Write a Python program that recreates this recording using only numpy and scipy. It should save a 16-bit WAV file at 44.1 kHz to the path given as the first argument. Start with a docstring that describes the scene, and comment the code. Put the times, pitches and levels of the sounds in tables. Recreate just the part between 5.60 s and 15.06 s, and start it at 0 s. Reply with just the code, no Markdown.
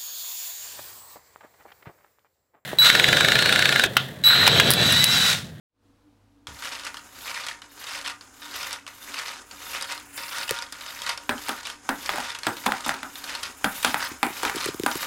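"""Toy ball lift on a table.

A motorised lift of plastic bricks runs in a quiet room, close to a hand-held camera. Over whirring
gears its steps grind and hiss up and down about every 0.6 s, stirring a hopper of small plastic balls
that click together. Later the balls reach the top and drop into a thin plastic tub;
fingers bump the camera as it moves closer."""
import sys
import numpy as np
from scipy import signal
from scipy.fft import rfft, irfft, next_fast_len
from scipy.io import wavfile
from scipy.ndimage import uniform_filter1d, map_coordinates

SR = 44100
rng = np.random.default_rng(int(sys.argv[2]) if len(sys.argv) > 2 else 0)


def materialize(psi):
    """Save the field psi as 16-bit PCM at rate SR to the path in sys.argv[1].

    A 1-D psi becomes a single channel; in a 2-D psi each row is a channel.
    """
    bounded = np.clip(np.atleast_2d(psi).T, -1, 1)
    quanta = np.round(bounded * 32767).astype(np.int16)
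    wavfile.write(sys.argv[1], SR, quanta)


N = 417186
TIME = np.arange(N) / SR
RING = np.arange(SR // 3) / SR  # time axis of one impact, s
IMPULSE = np.where(RING == 0, 1., 0.)
MOTOR_ON_S = 0.87


def undb(db):
    """Decibels to gain."""
    return 10 ** (np.asarray(db) / 20)


def unit(x):
    """Scale to rms 1."""
    return x / np.sqrt(np.mean(x ** 2))


def strike(x):
    """Scale the loudest 5 ms to rms 1."""
    return x / np.sqrt(uniform_filter1d(x ** 2, 220, mode="constant").max())


def since(t_s):
    """Seconds since t_s, 0 before."""
    return np.maximum(TIME - t_s, 0)


def add(out, t_s, x):
    """Mix x into out at t_s."""
    i = int(t_s * SR)
    out[i:i + len(x)] += x[:N - i]


def colour(x, outline, modes=()):
    """Minimum-phase filter: outline (f/Hz, level/dB) plus peaks (f/Hz, width/Hz, gain/dB)."""
    n = 2 * next_fast_len(len(x))
    f = np.maximum(np.arange(n // 2 + 1) * SR / n, 1)
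    hz, db = np.transpose(outline)
    db = np.interp(np.log(f), np.log(hz), db)
    for centre_hz, width_hz, gain_db in modes:
        db = db + gain_db / (1 + (2 * (f - centre_hz) / width_hz) ** 2)
    cepstrum = irfft(np.log(undb(db)))
    cepstrum[1:n // 2] *= 2
    cepstrum[n // 2 + 1:] = 0
    return irfft(rfft(x, n) * np.exp(rfft(cepstrum)))[:len(x)]


def fade(t60_s):
    """Exponential decay, -60 dB at t60_s."""
    return np.exp(-np.log(1000) * RING / t60_s)


def burst(t60_s):
    """Dense modes of a small part, as decaying noise."""
    return rng.standard_normal(len(RING)) * fade(t60_s)


def ring(modes, scatter_db, detune):
    """Damped modes (f/Hz, t60/s, level/dB); level and pitch vary with the spot struck."""
    out = 0
    for k, (hz, t60_s, db) in enumerate(modes):
        size, shift = rng.standard_normal(2)
        tone = np.sin(2 * np.pi * hz * (1 + detune * shift) * RING)
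        out += (-1) ** k * undb(db + scatter_db * size) * fade(t60_s) * tone
    return out


def walk(rate_hz):
    """Smooth random drift, rms 1."""
    hold = max(int(SR / rate_hz), 2)
    steps = np.repeat(rng.standard_normal(N // hold + 1), hold)
    return unit(uniform_filter1d(steps, hold)[:N])


def wander(x, depth, rate_hz=10):
    """All resonances drift together as the contact point moves."""
    position = np.cumsum(1 + depth * walk(rate_hz))
    return unit(map_coordinates(x, [position], order=3, mode="mirror"))


def contacts(per_s, spread_db, t60_s, parts=10):
    """Tiny random impacts of uneven size on several ringing parts."""
    out = 0
    for _ in range(parts):
        sizes = undb(spread_db * np.minimum(rng.standard_exponential(N), 4))
        hits = (rng.random(N) < per_s / parts / SR) * sizes * rng.choice([-1, 1], N)
        out += signal.oaconvolve(hits, burst(t60_s))[:N]
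    return unit(out)


# Wall reflections: f/Hz, level/dB
REVERB_EQ = [(100, 9.5), (300, 4), (900, 4), (2000, 0), (5000, -9), (16000, 3)]


def reverb(x, t60_s, delay_s):
    """Small-room tail after a short gap."""
    tail = burst(t60_s) * np.clip((RING - delay_s) / 0.0055, 0, 1)
    return signal.oaconvolve(x, colour(tail / np.linalg.norm(tail), REVERB_EQ))[:len(x)]


# Room air: f/Hz, level/dB
AIR_EQ = [(25, -8), (50, -3), (170, -7.5), (265, 3), (400, -9.5), (550, -11), (800, -11), (1050, -11),
          (2000, -20), (4000, -22), (7000, -27.5), (11000, -31.5), (16000, -37)]
# Mains and fan hum: f/Hz, drift width/Hz, level/dB
HUM_LINES = [(47.7, 5, -70.5), (100.3, 2.3, -68), (480, 3.8, -76)]


def room_tone(air_db=-65):
    """Faint air noise and wavering hum."""
    out = undb(air_db) * unit(colour(rng.standard_normal(N), AIR_EQ))
    for hz, width_hz, db in HUM_LINES:
        phase = 2 * np.pi * np.cumsum(hz + width_hz / 2 * walk(30)) / SR
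        out += undb(db) * unit(np.sin(phase) * undb(2 * walk(10)))
    return out


# Fan swells: t/s, level/dB
FAN_SWELLS = [(.22, -76), (.3, -63), (.39, -77), (.48, -55), (.56, -78), (.67, -72), (.77, -60.5),
              (1.1, -63)]


def fan(hz=288, drift_hz=6):
    """Soft hum that swells and fades, then flutters once the lift runs."""
    tone = np.sin(2 * np.pi * np.cumsum(hz + drift_hz * walk(25)) / SR)
    flutter = 1 + 0.8 * np.minimum(since(MOTOR_ON_S), 1) * walk(14)
    return undb(np.interp(TIME, *np.transpose(FAN_SWELLS))) * unit(tone) * flutter


# Fingers on the camera: t/s, thump/dB, f/Hz, tick/dB
FINGER_BUMPS = [(4.912, -18, 478, -19.5), (8.518, -28.5, 312, -53), (8.669, -21.5, 327, -33),
                (8.706, -29, 326, -47), (8.95, -26, 390, -51), (8.967, -22.5, 350, -37),
                (9.063, -21, 383, -29), (9.089, -18, 386, -36), (9.147, -24.5, 328, -37.5),
                (9.2, -17.5, 360, -30.5), (9.238, -17.5, 365, -28), (9.358, -21.5, 347, -28.5)]


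def bumps(rise_s=0.00087, decay_s=0.0022, lead_s=0.02):
    """The case ticks, thumps for a few cycles and shudders."""
    out = np.zeros(N)
    t = RING[RING < 3 * lead_s] - lead_s
    for t_s, db, hz, tick_db in FINGER_BUMPS:
        envelope = 1 / (np.exp(-t / rise_s) + np.exp(t / decay_s))
        thump = envelope / envelope.max() * np.cos(2 * np.pi * hz * t + np.pi / 4)
        tick = colour(burst(0.0059), [(500, -7), (2000, 4.5), (8000, -0.5), (16000, -2.5)])
        shudder = colour(burst(0.071), [(30, -4), (160, 7.5), (400, 3.5), (2000, -82)])
        add(out, t_s - lead_s, undb(db) * thump)
        add(out, t_s - 0.0028, undb(tick_db) * strike(tick))
        add(out, t_s, undb(db - 19) * strike(shudder))
    return out


def jolt(level_db=-42):
    """The frame shakes the table as the motor takes up the load."""
    out = np.zeros(N)
    thud = colour(burst(0.22), [(25, -9), (60, -1), (220, -3), (450, -10), (1500, -15), (8000, -72)])
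    add(out, MOTOR_ON_S + 0.0127, undb(level_db) * strike(thud))
    return out


# Axle sizzle: t/s, length/s, level/dB
AXLE_SPELLS = [(4.525, 0.45, -48.5), (8.027, .48, -45.5), (8.63, 0.97, -54)]
# Axle resonances: f/Hz, width/Hz, gain/dB
AXLE_MODES = [(9800, 1600, 16), (14500, 3400, 21)]


def axle(ramp_s=0.032):
    """Flickering friction of a dry axle, ringing in two high bands."""
    friction = rng.standard_normal(N) * undb(4.5 * walk(70))
    sizzle = colour(friction, [(4000, -40), (8000, -10), (12000, -8), (16000, -17)], AXLE_MODES)
    gain = sum(undb(db) * np.clip(np.minimum(TIME - t_s, t_s + length_s - TIME) / ramp_s, 0, 1)
               for t_s, length_s, db in AXLE_SPELLS)
    return gain * unit(sizzle)


# Gear train: f/Hz, level/dB
GEAR_EQ = [(30, -9), (70, 3.5), (140, -11.5), (260, 8), (400, 0.5), (620, -2.5), (950, 3), (1400, 4.5),
           (2500, -5.5), (4400, -13), (8000, -7), (10000, -7.5), (12000, -15), (13500, -27), (16000, -30)]
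# Gear resonances: f/Hz, width/Hz, gain/dB
GEAR_PEAKS = [(754, 29, 8.5), (940, 27, 5), (1250, 48, 4), (1550, 60, 8.5), (3440, 450, 5),
              (5170, 370, 12.5), (6630, 2200, 11.5)]


def gears(effort_db, load_share=0.11):
    """Whirr of tooth contacts, louder under load and as the camera closes in."""
    whirr = unit(colour(contacts(per_s=4000, spread_db=3.5, t60_s=0.034), GEAR_EQ, GEAR_PEAKS))
    nearness_db = np.interp(TIME, [3, 6.5, 9], [-52, -50.5, -45])
    load_db = load_share * (effort_db - np.median(effort_db))
    return whirr * undb(nearness_db + load_db + 2.7 * walk(25))


# Pushing step: f/Hz, level/dB
PUSH_EQ = [(1500, -12), (2800, -8.5), (4500, -9.5), (7000, -6), (9000, -10), (12000, -2), (14500, -7.5),
           (16000, -13)]
# Its resonances: f/Hz, width/Hz, gain/dB
PUSH_MODES = [(2900, 190, 11.5), (3670, 200, 14.5)]
# Step sliding back: f/Hz, level/dB
RETURN_EQ = [(700, -16), (1400, -4), (2100, -4), (2800, -3), (4000, -28), (5900, -21), (7400, -4),
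             (8300, -13), (9700, -4), (12000, -12), (14300, -9), (16000, -16)]


def step_hiss(push_gain, return_gain):
    """Sliding faces hiss, singing only under load."""
    friction = rng.standard_normal(N) * undb(3.3 * walk(64) + 2.3 * walk(13))
    singing = wander(colour(friction, PUSH_EQ, PUSH_MODES), depth=0.022)
    return push_gain * singing + return_gain * unit(colour(friction, RETURN_EQ))


def clack(centre_hz, t60_s, spread_oct=0.274):
    """One struck brick: six short modes around its pitch."""
    pitches_hz = centre_hz * 2 ** (spread_oct * rng.uniform(-0.988, 1, size=6))
    return strike(ring([(hz, t60_s, 0) for hz in pitches_hz], scatter_db=2.5, detune=0))


def rattle(range_db, count, centre_hz=3100, spread_oct=0.85):
    """Loose bricks and balls clack at random, each at its own pitch."""
    out = np.zeros(N)
    bricks = [clack(centre_hz * 2 ** (spread_oct * rng.uniform(-1, 1)), t60_s=0.035)[:SR // 10]
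              for _ in range(40)]
    for when, which, size in rng.random((count, 3)):
        add(out, when * TIME[-1], undb(range_db * size) * bricks[int(which * len(bricks))])
    return unit(out)


# Brick frame: f/Hz, level/dB
FRAME_EQ = [(60, -45), (150, -19), (400, -20.5), (540, -5), (680, -9.5), (1000, -4.5), (1500, 1),
            (2100, -1.5), (2900, -1.5), (4800, -4), (7000, -9.5), (10000, -13.5), (13000, -24.5),
            (16000, -72)]
# Frame resonances: f/Hz, width/Hz, gain/dB
FRAME_PEAKS = [(544, 35, 3.5), (762, 150, 4), (940, 46, 11.5), (1175, 286, 6), (1410, 150, 4),
               (3590, 120, 2.5), (5100, 330, 4)]
# Ball on ball: f/Hz, level/dB
TICK_EQ = [(400, -16), (1500, -3), (3300, 2.5), (5500, -0.5), (9000, -3), (16000, -29)]


def scrape(effort_db):
    """Steps catch and slip, grinding through the frame; jostled balls rattle and tick."""
    judder_db = 2.16 * walk(110) + 2 * walk(28)
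    grit = contacts(per_s=1900, spread_db=3, t60_s=0.012)
    grind = wander(colour(grit, FRAME_EQ, FRAME_PEAKS), depth=0.007)
    ticks = unit(colour(contacts(per_s=51, spread_db=4, t60_s=0.0075), TICK_EQ))
    mix = undb(-5.5) * grind + undb(-11) * rattle(range_db=11, count=800) + undb(-16) * ticks
    return mix * undb(effort_db + judder_db)


# Pile giving way: t/s, length/s, level/dB, f/Hz
PILE_SLIPS = [(1.02, 0.047, -36.5, 2940), (1.11, 0.044, -39, 2800), (1.231, 0.03, -37.5, 2800),
              (1.659, 0.046, -41.5, 2400), (1.744, 0.067, -37, 2400), (1.831, 0.019, -35.5, 3400),
              (2.274, .12, -38, 2750), (2.455, 0.046, -32.5, 2800), (2.817, 0.042, -41.5, 3700),
              (2.938, 0.11, -36, 2700), (3.106, 0.035, -36.5, 3700), (3.539, 0.066, -32.5, 2810),
              (3.655, 0.064, -38, 2850), (4.129, 0.045, -33.5, 2900), (4.294, 0.033, -34.5, 2800),
              (4.569, 0.072, -36.5, 4730), (4.711, 0.07, -34, 1600), (4.819, 0.013, -35.5, 2800),
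              (4.939, 0.041, -35.5, 1490), (5.471, 0.047, -35, 3500), (6.049, 0.015, -34.5, 3520),
              (6.631, 0.085, -37, 3500), (7.237, 0.021, -32, 3700), (7.674, 0.08, -37, 2900),
              (7.826, 0.033, -32.5, 2980), (8.262, 0.048, -34, 4800), (8.393, 0.066, -31, 1630),
              (9.003, 0.049, -29.5, 4200)]


def clumps(width_hz=380, peak_db=7, attack_s=0.0033, release_db_per_s=520):
    """A bunch of balls breaks loose and chatters along the step at its own pitch."""
    out = np.zeros(N)
    chatter = contacts(per_s=700, spread_db=2, t60_s=0.012) * undb(1.7 * walk(120))
    clacks = undb(-6) * rattle(range_db=8, count=1600)
    for t_s, length_s, db, hz in PILE_SLIPS:
        attack = np.minimum(RING / attack_s, 1)
        release = undb(-release_db_per_s * np.maximum(RING - length_s, 0))
        span = slice(int(t_s * SR), int(t_s * SR) + len(RING))
        grind = unit(colour(chatter[span], FRAME_EQ, FRAME_PEAKS + [(hz, width_hz, peak_db)]))
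        add(out, t_s, undb(db) * attack * release * unit(grind + clacks[span]))
    return out


# Contact crack: f/Hz, level/dB
CRACK_EQ = [(1500, 9.5), (3500, -17), (5800, 11), (8500, 17), (12000, 11), (16000, -5)]
# Balls hitting balls and steps: t/s, level/dB, treble trim/dB, f/Hz
BALL_CLICKS = [(0.87, -18.5, -27, 3050), (1.048, -18.5, -18, 1500), (1.1214, -22, -21, 5100),
               (1.196, -23, -16, 4500), (1.25, -22.5, -6, 5100), (1.2669, -17.5, -20, 2830),
               (1.3436, -22, -16, 1320), (1.37, -21, -20, 3200), (1.866, -17.5, -7, 4570),
               (1.8854, -16, -16, 2820), (2.0188, -25.5, -31, 3450), (2.2681, -23, -30, 3700),
               (2.475, -21, -10, 2800), (2.61, -27.5, -27, 5100), (3.0306, -20, -13, 6000),
               (3.079, -26, -20, 4500), (3.108, -23, -9, 3080), (3.129, -17.5, -2.5, 4700),
               (3.266, -23.5, -29, 3090), (3.277, -25.5, -26, 1010), (3.5885, -17, -11, 4480),
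               (3.682, -19, -20, 4700), (3.912, -24.5, -23, 5100), (4.135, -20.5, -14, 2900),
               (4.2112, -17.5, -9, 4000), (4.224, -15.5, -5, 5500), (4.3212, -20, -3.5, 5100),
               (4.3775, -23.5, -13, 4400), (4.577, -17.5, -10, 1400), (4.784, -16.5, -7, 5600),
               (4.880, -21, -6, 2800), (4.8927, -11.5, -10, 2900), (4.988, -18.5, -12, 4120),
               (5.023, -17.5, -15, 5200), (5.1242, -21, -3, 4970), (5.2098, -22, -20, 3620),
               (5.419, -17.5, -8, 3400), (5.464, -15.5, -14, 4000), (5.4921, -11.5, -9, 5100),
               (5.576, -18, -16, 4840), (5.78, -24.5, -24, 3200), (6.0702, -19, -5.5, 3100),
               (6.1, -19.5, -14, 2900), (6.4607, -16.5, -8, 4740), (6.7486, -17.5, -23, 3020),
               (6.788, -23, -4, 5060), (6.8333, -17, -17, 3880), (6.968, -20.5, -23, 3540),
               (7.281, -24, 7, 6500), (7.556, -22, -22, 3600), (7.641, -18.5, -9, 4230),
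               (7.7507, -13.5, -15, 3870), (7.8333, -16, -5.5, 3700), (8.229, -13.5, -3, 3850),
               (8.9589, -19.5, 1, 4500), (9.0576, -17.5, 0, 2000), (9.314, -14.5, -22, 3700)]


def clicks():
    """Hard balls snap; the struck part rings briefly and stirs the frame."""
    out = np.zeros(N)
    snap = strike(colour(IMPULSE, TICK_EQ))
    for t_s, db, treble_db, hz in BALL_CLICKS:
        frame = strike(colour(burst(0.028) + undb(-8.5) * burst(0.14), FRAME_EQ, FRAME_PEAKS))
        crack = strike(colour(burst(0.017), CRACK_EQ))
        ringing = undb(-17) * frame + undb(-16.5) * clack(hz, t60_s=0.028)
        add(out, t_s, undb(db) * (undb(-21) * snap + ringing + undb(treble_db - 13.5) * crack))
    return out


# Tub floor modes: f/Hz, t60/s, level/dB
FLOOR_MODES = [(242.5, 0.063, 5.5), (289, 0.055, 6), (360, 0.081, -2.5), (508, 0.11, -13)]


def tub_boom(swell_s=0.0028):
    """The tub floor booms: low modes plus a dull thud."""
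    modes = ring(FLOOR_MODES, scatter_db=2, detune=0.022)
    thud_eq = [(90, -25.5), (170, -12), (245, -2.5), (350, -8), (600, -11.5), (2000, -76)]
    thud = strike(colour(burst(0.053), thud_eq))
    return strike(modes + undb(7.5) * thud) * np.minimum(RING / swell_s, 1)


# Tub wall: f/Hz, level/dB
WALL_EQ = [(70, -42), (170, -35.5), (450, -14.5), (620, -6.5), (780, -2), (1100, -5.5), (1550, -2),
           (2200, -8), (3600, -11.5), (5000, -14), (9000, -41), (16000, -23)]
# Wall resonances: f/Hz, width/Hz, gain/dB
WALL_MODES = [(800, 120, 6.5), (967, 81, 5.5), (1223, 110, 4.5), (1400, 200, 3), (2500, 470, 3),
              (3540, 570, 5.5)]
# Landings: t/s, knock/dB, boom/dB, crack/dB, hollowness (0 on balls, 1 on bare tub), f/Hz
TUB_DROPS = [(5.692, -11, -33, -32, 0.79, 1610), (5.884, -23.5, -44.5, -35, 0.96, 1200),
             (5.891, -16.5, -40.5, -33.5, 0.99, 1300), (6.290, -11, -33, -32, 0.79, 1660),
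             (6.4919, -9.5, -47, -37, 0.42, 2040), (6.535, -22.5, -41.5, -50, 0.66, 2000),
             (6.558, -21, -47, -39, 0.74, 1410), (6.581, -18.5, -45, -40, 0.8, 800),
             (6.867, -12, -32.5, -28, 0.9, 1550), (7.060, -18, -45, -31.5, 0.79, 1700),
             (7.063, -7, -30.5, -29.5, 0.54, 950), (7.120, -11, -44, -35, 0.29, 2000),
             (7.262, -19.5, -40.5, -35, 0.8, 940), (7.292, -11, -50, -31, 0.33, 1900),
             (7.340, -23.5, -49.5, -43, 0.92, 1400), (7.430, -23, -47.5, -42, 0.9, 1370),
             (8.043, -7.5, -34, -27, 0.7, 1540), (8.246, -7, -36, -22, 0.49, 3420),
             (8.2481, -11, -46, -29.5, 0.33, 3400), (8.274, -26, -40, -42, 0.46, 1600),
             (8.3428, -9, -42, -33, 0.39, 1880), (8.629, -5.5, -33, -25.5, 0.56, 2230),
             (8.831, -15, -35.5, -31.5, 1, 1410), (8.850, -12, -50, -33, 0.64, 2080),
             (8.896, -15.5, -49, -36, 0.56, 1850), (9.262, -7, -30.5, -25, 0.51, 1470)]


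def drops(clack_width_ratio=0.49, clack_peak_db=9):
    """Balls land in the tub; the barer the spot, the more wall clatter and room answer."""
    out = np.zeros(N)
    for t_s, knock_db, boom_db, crack_db, hollow, clack_hz in TUB_DROPS:
        spot_modes = [(hz * (1 + 0.025 * rng.standard_normal()), width_hz,
                       db + 1.5 * rng.standard_normal()) for hz, width_hz, db in WALL_MODES]
        clack_mode = (clack_hz, clack_width_ratio * clack_hz, clack_peak_db)
        snap = strike(colour(IMPULSE, WALL_EQ, spot_modes + [clack_mode]))
        wall = strike(colour(burst(0.0027) + undb(-3.5) * burst(0.043), WALL_EQ, spot_modes))
        knock = undb(knock_db) * (undb(-3.5 - 8 * hollow) * snap + hollow * undb(-7) * wall)
        boom = undb(boom_db + 7) * tub_boom()
        crack = undb(crack_db + 2) * strike(colour(burst(0.0048) + undb(-12.5) * burst(0.025), CRACK_EQ))
        # The room hears all sides of the tub, so single pitches even out.
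        diffuse = snap * np.linalg.norm(knock) / np.linalg.norm(snap)
        room = undb(-4.5) * np.sqrt(hollow) * reverb(diffuse + boom + crack, t60_s=0.22, delay_s=0.0089)
        add(out, t_s + 0.00099, knock + boom + crack + room)
    return out


def shaking(settle_db_per_s=263):
    """Gain of the pile's brief rattle after each click and drop."""
    gain = np.zeros(N)
    for events, offset_db in (BALL_CLICKS, -17.5), (TUB_DROPS, -27):
        for t_s, db, *_ in events:
            add(gain, t_s, undb(db + offset_db - settle_db_per_s * RING))
    return gain


# Step wedged in the pile: t/s, length/s, depth/dB
STEP_STALLS = [(1.29, .045, -4), (2.385, 0.057, -5), (2.87, 0.025, 0), (4.226, 0.047, -5),
               (4.84, 0.033, -17), (4.995, .03, -10), (6.005, 0.058, -5.5), (6.768, .066, -5),
               (7.32, 0.13, -7)]


def stalling(ramp_s=0.0094):
    """Gain that sinks as a step wedges and returns as it slips free."""
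    db = np.zeros(N)
    for t_s, length_s, depth_db in STEP_STALLS:
        add(db, t_s, depth_db * np.minimum(RING[RING < length_s] / ramp_s, 1))
    return undb(db)


# Step strokes: t/s, push length/s, grind/dB, push hiss/dB, return hiss/dB
STEP_STROKES = [(0.878, 0.33, -35, -48, -60), (1.50, 0.31, -35.5, -46, -85),
                (2.11, 0.36, -35.5, -45.5, -68), (2.78, 0.308, -35, -43, -77),
                (3.32, 0.43, -35.5, -45.5, -56), (3.92, 0.42, -34.5, -44.5, -46.5),
                (4.55, 0.4, -34.5, -47, -64), (5.13, 0.34, -33, -45, -85), (5.67, 0.43, -35, -46, -77),
                (6.28, 0.42, -32.5, -44, -71), (6.87, 0.533, -35.5, -44, -72),
                (7.46, 0.44, -39, -45.5, -48.5), (8.02, 0.5, -37, -43, -51), (8.63, 0.45, -32.5, -42, -69),
                (9.19, .42, -32, -41.5, -61)]


def strokes(lead_s=0.062, release_db_per_s=253, dig_s=0.17, dig_db=18.5,
            speed_up_s=0.12, speed_up_db=11.5, slow_after_s=0.19, slow_db_per_s=47,
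            return_after_s=0.28, return_half_width_s=0.21):
    """Grind, push and return gains: a step speeds up, digs in, slows, lets go and slides back."""
    load, push, back = 0, 0, 0
    for t_s, length_s, grind_db, push_db, return_db in STEP_STROKES:
        top_s = t_s + length_s
        moving = np.clip((TIME - t_s) / lead_s + 1, 0, 1) * undb(-release_db_per_s * since(top_s))
        digging_db = dig_db * np.minimum(since(t_s) / dig_s - 1, 0)
        speed_db = speed_up_db * np.minimum(since(t_s) / speed_up_s - 1, 0)
        speed_db -= slow_db_per_s * since(t_s + slow_after_s)
        returning = 1 / (1 + ((TIME - top_s - return_after_s) / return_half_width_s) ** 4)
        load += moving * undb(grind_db + digging_db)
        push += moving * undb(push_db + speed_db)
        back += returning * undb(return_db)
    return load, push, back


def lift(floor_db=-75, start_ramp_s=0.013):
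    """Strokes drive scrape, hiss and gear load; the gears whirr on in between."""
    running = np.minimum(since(MOTOR_ON_S) / start_ramp_s, 1)
    load, push, back = strokes()
    stall = stalling()
    effort_db = 10 * np.log10((load * stall) ** 2 + shaking() ** 2 + undb(floor_db) ** 2)
    return running * (scrape(effort_db) + step_hiss(push * stall, back) + gears(effort_db))


def scene():
    """Mono mix: lift close and fairly dry, tub a little further off."""
    machine = lift() + clumps() + axle() + clicks() + jolt()
    walls = undb(-9.5) * reverb(machine, t60_s=0.21, delay_s=0.016)
    return (machine + walls + drops() + bumps() + room_tone() + fan())[None]


def record(dry, ceiling=0.49, cutoff_hz=15900):
    """Fade-in, soft clip, low-pass."""
    fade_in = undb(np.interp(TIME, [0.08, 0.15, 0.25], [-45, -16, 0]))
    rounded = ceiling * np.tanh(dry * fade_in / ceiling)
    return signal.sosfilt(signal.ellip(10, 0.2, 70, cutoff_hz, fs=SR, output="sos"), rounded)


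dry = scene()
out = record(dry)
materialize(out)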